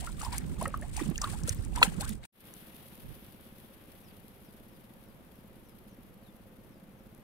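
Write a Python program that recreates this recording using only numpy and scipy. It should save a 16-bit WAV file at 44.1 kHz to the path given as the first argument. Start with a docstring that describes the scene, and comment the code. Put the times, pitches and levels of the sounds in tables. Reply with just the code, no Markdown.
"""A plastic bottle is dunked in a pond: trapped air resonates in plops, drops click and spray fizzes,
while wind eddies buffet two microphone ports. At 1.8 s the bottle slaps the surface and its wall rings.
Near 2.3 s the wind falls and the sound drops out briefly. It returns calmer: bursting foam hisses away,
and the firings of a far single-cylinder engine are heard in soft air. From 4 s small birds whistle."""
import sys
import numpy as np
from scipy import signal
from scipy.fft import rfft, irfft
from scipy.io import wavfile
from scipy.ndimage import uniform_filter1d

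SR = 44100
rng = np.random.default_rng(int(sys.argv[2]) if len(sys.argv) > 2 else 0)


def pcm_store(signal):
    """Save signal as 16-bit PCM."""
    levels = np.round(np.clip(np.atleast_2d(signal), -1, 1) * 32767)
    wavfile.write(sys.argv[1], SR, levels.astype(np.int16).T)


N = 318843

# Large bubbles: t/s, level/dB, starting f/Hz, time to peak/ms, initial glide/(octave/s)
BUBBLES = [(.006, -51, 682, 16, 5.5), (0.071, -36.5, 1390, 4.3, -3), (.212, -37, 1215, 2.9, -8),
           (.249, -38, 953, 3.8, -5), (.262, -35.5, 922, 3.4, 7.5), (.272, -40.5, 834, 8.1, 10.5),
           (.332, -37.5, 910, 3.2, 14), (.612, -29, 987, 3.8, 5), (.621, -29.5, 676, 3.3, -5),
           (.655, -26, 1226, 2.25, 6), (0.656, -30, 1936, 2.4, 0), (0.669, -36, 525, 7.1, 10.5),
           (.741, -25.5, 1226, 2.4, 1), (.815, -45.5, 503, 15.3, 24.5), (0.82, -43.5, 1650, 4.6, 17),
           (.993, -43, 845, 3.9, 1), (.992, -38, 1850, 3.3, 5), (1.182, -40.5, 1680, 3.1, 20),
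           (1.212, -39, 1028, 12, 13.5), (1.236, -27.5, 956, 6, 40.5), (1.270, -37.5, 1110, 5, -2.5),
           (1.330, -43.5, 717, 8.3, 13), (1.483, -33.5, 497, 2.4, 16), (1.763, -41, 1250, 2.4, -1),
           (1.774, -30, 960, 4.1, 10), (1.815, -18, 956, 4.1, -6), (1.830, -32, 488, 5.7, -4),
           (1.985, -42.5, 438, 29, 27), (2.024, -39.5, 1475, 5.1, 10)]
# Drop impacts: t/s, level/dB, centre f/Hz
DROPS = [(0.2163, -30, 6440), (0.2478, -29.5, 4840), (0.327, -32.5, 4500), (0.381, -19, 8800),
         (0.627, -27, 9800), (0.679, -28.5, 9400), (0.774, -35.5, 10200), (0.813, -37, 8650),
         (0.9663, -24.5, 7400), (1.1, -35, 9800), (1.157, -29, 2850), (1.1788, -21.5, 6600),
         (1.2162, -19, 6770), (1.241, -26, 3580), (1.27, -43, 8800), (1.435, -31, 7260), (1.476, -27, 8360),
         (1.492, -15, 7740), (1.547, -35, 12300), (1.649, -34, 7700), (1.759, -28.5, 7450),
         (1.83, -15, 8270), (1.8295, -15.5, 2800), (1.8363, -28.5, 8400), (1.943, -37, 8050),
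         (2.007, -34.5, 4100), (2.016, -30, 9000), (2.0925, -24, 9400), (2.111, -42, 8500),
         (2.5386, -38, 9160), (7.1482, -46.5, 10400)]
# Strokes of the bottle through the water: t/s, level/dB, hold/s
STROKES = [(.005, -55, 0.062), (.21, -50, 0.026), (.33, -42.5, 0.003), (.615, -47, 0.0093),
           (.965, -45.5, 0.044), (1.22, -50.5, 0.091), (1.478, -45.5, 0.01), (1.76, -46.5, 0.0031),
           (1.833, -35, 0.0033), (2.01, -48, 0.011), (2.09, -46, 0.003), (2.235, -53, 0.033)]
# Spectrum of the spray: f/Hz, relative level/dB
SPRAY_SPECTRUM = [(700, -42.5), (950, -15.5), (1600, -6.5), (3400, -10.5), (6000, -16), (8600, -5),
                  (11500, -18), (16000, -21)]
# Spectrum of the foam: f/Hz, relative level/dB
FOAM_SPECTRUM = [(1470, -2.5), (3400, -1.5), (4200, -7), (7300, -16.5), (10200, -3), (13300, -0.5),
                 (16000, -11)]
# Modes of the plastic wall: f/Hz, relative level/dB, T60/s
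WALL_MODES = [(1355, 1.5, 0.012), (1960, -6.5, .022), (2580, 2.5, .015), (3316, -4, .02),
              (4100, -4.5, 0.012)]
# Spectrum of the wind: f/Hz, relative level/dB
WIND_SPECTRUM = [(12, -20), (20, 1), (55, 4), (195, -5.5), (416, -20.5), (700, -36.5), (910, -51)]
# Gust in the calm: t/s, level/dB, hold/s
GUSTS = [(3.04, -51, 0.073)]
# Eddies striking the ports: t/s, level/dB, starting f/Hz
THUDS = [(0.281, -30, 99.6), (1.014, -33, 328), (1.062, -29.5, 235), (1.089, -27, 173), (1.112, -35.5, 290),
         (1.435, -31, 137), (1.51, -32.5, 100), (1.59, -30, 85.7), (1.878, -31.5, 198.5),
         (1.978, -32.5, 198), (2.108, -40, 191)]
# Block and exhaust modes: delay after firing/ms, f/Hz, T60/ms, level/dB, fractional pitch scatter
ENGINE_MODES = [(0, 480, 11, -52, .1), (9, 213.4, 75, -48.5, .06), (10.5, 355, 66, -57, .08),
                (1.5, 528, 290, -65, 0.02)]
# Bird whistles: t/s, starting f/Hz, duration/s, level/dB
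CHIRPS = [(4.035, 6100, 0.084, -74), (4.12, 3800, 0.096, -79), (4.435, 6500, .07, -77),
          (4.685, 6300, .1, -80.5), (5.05, 6300, .07, -80), (5.34, 6400, 0.079, -84),
          (5.64, 6600, 0.1, -79), (5.875, 7300, .085, -79), (6.225, 4700, 0.083, -73),
          (6.70, 6300, 0.089, -81), (6.97, 6900, 0.064, -82)]
# Spectrum of the open air: f/Hz, relative level/dB
AIR_SPECTRUM = [(60, -16.5), (108, -1), (458, -9), (682, -13), (2250, -23.5), (4970, -35.5), (16000, -40)]
# Likeness of the air at the two ports: f/Hz, coherence (0-1)
AIR_COHERENCE = [(200, 1), (640, 0.4), (1400, 0.11)]
# Balance of the air: f/Hz, left minus right level/dB
AIR_BALANCE = [(200, 0.3), (3000, 4), (8000, -3.5), (15000, 10)]

LEFT_LAG_S = .00019  # the splashing reaches the left port later
DROPOUT_S, RETURN_S = 2.254, 2.323


def water():
    """Bubbles and impacts radiate the sound of water; spray follows the strokes, then foam takes over."""
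    t = np.arange(N) / SR
    splashes = plops() + drops()
    small_bubbles = churn()
    ripple = (.0063, -59.5, 2.03)  # weak stirring between strokes
    stirring = bursts(STROKES + [ripple], rise_db_s=895.5, fall_db_s=279.5)
    spray = crackle(SPRAY_SPECTRUM, per_s=720, spread_db=7.5, flicker_db=5.5, shared=.3)
    spray = stirring * (spray + undb(-7.5) * small_bubbles)
    foam_db = -79 + 23 * .5 ** ((t - RETURN_S) / 3.62)
    foam = undb(foam_db) * crackle(FOAM_SPECTRUM, per_s=650, spread_db=8, flicker_db=2.5, shared=.16)
    return splashes + undb([[1.8], [-1.8]]) * np.where(t < RETURN_S, spray, foam)


def plops():
    """Bubble resonance: each large air pocket rings, with the gas as spring and the water as mass."""
    out = np.zeros((2, N))
    for s, db, hz, peak_ms, glide in BUBBLES:
        plop = undb(db) * bubble(hz, peak_ms, glide, rough=.74)
        add(out, s, plop, pan_db=-.5, lag_s=.00011 if s > 1.4 else .00003)  # the bottle shifts right
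    return slosh(out)


def bubble(hz, peak_ms, glide, rough, max_samples=4096):
    """A damped oscillator swells and fades as its pitch glides; random modulation roughens the tone."""
    t = np.arange(min(int(6 * peak_ms * SR / 1000) + 2, max_samples)) / SR
    age = 1000 * t / peak_ms
    noise = rng.standard_normal((2, max_samples))[:, :len(t)]
    pitch_wobble, level_wobble = uniform_filter1d(noise, int(SR / hz) + 1) * np.sqrt(SR / hz)
    pitch = hz * 2 ** (glide * t / (1 + .078 * age)) * (1 + .12 * rough * pitch_wobble)
    envelope = (age * np.exp(1 - age)) ** 1.3 * (1 + .28 * rough * level_wobble)
    return envelope * np.sin(2 * np.pi * np.cumsum(pitch) / SR)


def slosh(sound, decay_s=.01):
    """Secondary excitation: the bottle's cavity rings on after each plop, prolonging it with a ragged tail."""
    age = np.arange(4096) / SR / decay_s
    tail = rng.standard_normal(len(age)) * age * np.exp(-age)
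    return sound + undb(-15.5) * signal.fftconvolve(sound, [tail / np.linalg.norm(tail)])[:, :N]


def drops():
    """Impact excitation: each drop gives a broadband snap and a brief band-limited ring."""
    out, ms = np.zeros((2, N)), 1000 * np.arange(1500) / SR
    for (s, db, hz), noise in zip(DROPS, rng.standard_normal((len(DROPS), len(ms)))):
        decay_ms = .7 + .068 * max(db + 39, 0)  # bigger drops splash longer
        burst = noise * (1 - np.exp(-ms / .17)) * np.exp(-ms / decay_ms)
        spread = 1.09 + .25 * (hz / 8000) ** 2  # finer drops ring less purely
        band_hz = [hz / spread, min(hz * spread, .45 * SR)]
        ring = signal.lfilter(*signal.butter(2, band_hz, "band", fs=SR), burst)
        snap = np.diff(burst, prepend=0)
        click = ring / np.abs(ring).max() + .37 * snap / np.abs(snap).max()
        add(out, s, undb(db) * click, pan_db=3.5 + 2.5 * noise[0], lag_s=LEFT_LAG_S)
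    return out


def churn():
    """Many small resonators superpose, each bubble rising in pitch as it nears the surface."""
    out = np.zeros((2, N))
    for onset, height, strength, cycles, side in rng.random((900, 5)):
        hz = 650 * 2 ** (4.1 * height ** 1.5)
        ring = bubble(hz, peak_ms=1000 * (4.2 + cycles) / hz, glide=31, rough=.86, max_samples=512)
        ring *= undb(15.1 * strength ** 4.2)
        add(out, 2.25 * onset, ring, pan_db=6 * (side - .5), lag_s=LEFT_LAG_S * 1.8 * side)
    return out


def crackle(spectrum, per_s, spread_db, flicker_db, shared):
    """Shot noise: tiny bubbles burst at random, as clicks over a hiss partly shared by the ports."""
    pops = rng.random((3, N)) < per_s / SR
    sizes = undb(spread_db * np.minimum(rng.exponential(size=(3, N)), 3))
    hiss = rng.standard_normal((3, N))
    left, right, both = hiss + signal.lfilter(*signal.butter(2, 4000, "high", fs=SR), hiss * pops * sizes)
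    grain = np.array([left + shared * np.roll(both, int(LEFT_LAG_S * SR)), right + shared * both])
    sound = filtered(grain, undb(over_hz(spectrum)))
    sound /= np.sqrt(np.mean(sound ** 2))
    coarse = signal.lfilter(*signal.butter(2, 4000, fs=SR), sound)
    fine = sound - coarse
    return coarse * undb(flicker_db * walk(130)) + fine * undb(flicker_db * walk(160))


def bottle_slap():
    """Modal ringing: a flat blow on the water excites the damped modes of the plastic wall."""
    out, t = np.zeros((2, N)), np.arange(2048) / SR
    for (hz, db, t60), noise in zip(WALL_MODES, rng.standard_normal((len(WALL_MODES), len(t)))):
        roughness = 1 + 1.3 * uniform_filter1d(noise, 30)
        envelope = (t / (t + .00085)) ** 2 * undb(-60 * t / t60) * roughness
        ring = np.sin(2 * np.pi * hz * t + noise[0]) * envelope / np.abs(envelope).max()
        add(out, 1.8276, undb(db - 7.5) * ring, pan_db=2, lag_s=.00022)
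    return out


def wind(lull_s=2.129, calm_db=-63.5):
    """Turbulent pressure acts on each port independently, the right harder: rumble, flutter and thuds."""
    out, t = np.zeros((2, N)), np.arange(N) / SR
    breeze_db = np.maximum(-39.5 + t - 136 * np.maximum(t - lull_s, 0), calm_db)  # builds, then drops
    strength = undb(breeze_db) + bursts(GUSTS, rise_db_s=504, fall_db_s=303.5)
    spectrum = undb(over_hz(WIND_SPECTRUM))
    bass_share = over_hz([(60, 1), (180, .029)])
    for port, port_db in enumerate((-4, 4)):
        rumble = filtered(rng.standard_normal(N), spectrum * bass_share) * undb(.89 * walk(6))
        flutter = filtered(rng.standard_normal(N), spectrum * (1 - bass_share)) * undb(4.5 * walk(22))
        pressure = rumble + flutter
        out[port] = undb(port_db) * strength * pressure / pressure.std()
    for s, db, hz in THUDS:
        add(out, s - .003, undb(db) * bubble(hz, peak_ms=6.3, glide=-21, rough=1), pan_db=-16.5)
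    return out


def engine(firing_hz=16.654):
    """Periodic impulse excitation: each slightly uneven firing rings the block and the exhaust."""
    out, t = np.zeros((2, N)), np.arange(4000) / SR
    for k, (*strengths, deviation) in enumerate(rng.standard_normal((int(N / SR * firing_hz), 5))):
        firing_s = .0319 + k / firing_hz + .00027 * abs(deviation)
        for (delay_ms, hz, t60_ms, db, scatter), strength in zip(ENGINE_MODES, strengths):
            ring = np.sin(2 * np.pi * hz * (1 + scatter * deviation) * t) * undb(-60 * 1000 * t / t60_ms)
            add(out, firing_s + delay_ms / 1000, -undb(db + 2 * strength) * ring, pan_db=.3)
    return out


def birds(floor_ratio=.66):
    """Frequency modulation: thin, ragged whistles drop fast and level out, mostly on the left."""
    out = np.zeros((2, N))
    for (s, hz, length_s, db), noise in zip(CHIRPS, rng.standard_normal((len(CHIRPS), 8192))):
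        progress = np.linspace(0, 1, int(length_s * SR))
        flutter = uniform_filter1d(noise, 200)[:len(progress)]
        pitch = hz * (floor_ratio + (1 - floor_ratio) * np.exp(-1.7 * progress) + .185 * flutter)
        envelope = undb(db) * (1 + 6 * flutter) * np.sin(np.pi * progress) ** .4
        add(out, s, envelope * np.sin(2 * np.pi * np.cumsum(pitch) / SR), pan_db=12)
    return out


def air():
    """A diffuse field: distant noise is coherent at the ports in the bass, barely so in the treble."""
    coherence = np.clip(over_hz(AIR_COHERENCE), 0, 1)
    mid, side = rfft(rng.standard_normal((2, N)))
    sign = np.array([[1], [-1]])
    spectra = mid * np.sqrt(1 + coherence) + sign * side * np.sqrt(1 - coherence)
    wash = irfft(spectra * undb(over_hz(AIR_SPECTRUM) + sign * over_hz(AIR_BALANCE) / 2), N)
    return undb(-59 + .12 * walk(3.8)) * wash / wash.std()


def bursts(rows, rise_db_s, fall_db_s):
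    """Exponential growth, hold and decay: the summed gain of (t/s, level/dB, hold/s) events."""
    t = np.arange(N) / SR
    return sum(undb(db - rise_db_s * np.maximum(s - t, 0) - fall_db_s * np.maximum(t - s - hold, 0))
               for s, db, hold in rows)


def add(out, s, sound, pan_db, lag_s=0):
    """Level and time differences give direction: the left is pan_db stronger and lag_s later."""
    for port, delay, sign in ((0, lag_s, 1), (1, 0, -1)):
        i = int((s + delay) * SR)
        piece = sound[:max(N - i, 0)]
        out[port, i:i + len(piece)] += piece * undb(sign * pan_db / 2)


def walk(rate_hz):
    """Low-pass fluctuation: random steps, smoothed twice, with a spread near 1."""
    hold = int(SR / rate_hz)
    steps = np.repeat(rng.standard_normal(N // hold + 1), hold)
    return uniform_filter1d(uniform_filter1d(steps, hold), hold)[:N]


def filtered(x, gain):
    """Linear filtering by a gain per FFT bin."""
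    return irfft(rfft(x) * gain, N)


def over_hz(points):
    """Log-frequency interpolation of (f/Hz, value) points onto the FFT bins."""
    hz, value = np.transpose(points)
    return np.interp(np.log(np.arange(N // 2 + 1) * SR / N + 1), np.log(hz), value)


def undb(db):
    """Amplitude ratio of a level in dB."""
    return 10 ** (np.asarray(db) / 20)


def scene():
    """Superposition: the pressures of all sources add at the two ports."""
    return water() + bottle_slap() + wind() + engine() + birds() + air()


def record(dry, top_hz=15700):
    """Gain and band limiting: a quick fade to silence, a slower return 1 dB higher, then a low-pass."""
    t = np.arange(N) / SR
    fade_out = undb(-3008 * np.maximum(t - DROPOUT_S, 0))
    fade_in = undb(1) * np.clip((t - RETURN_S) / .16, 0, 1)
    low_pass = signal.ellip(10, .2, 70, top_hz, fs=SR, output="sos")
    return signal.sosfilt(low_pass, dry * (fade_out + fade_in))


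dry = scene()
out = record(dry)
pcm_store(out)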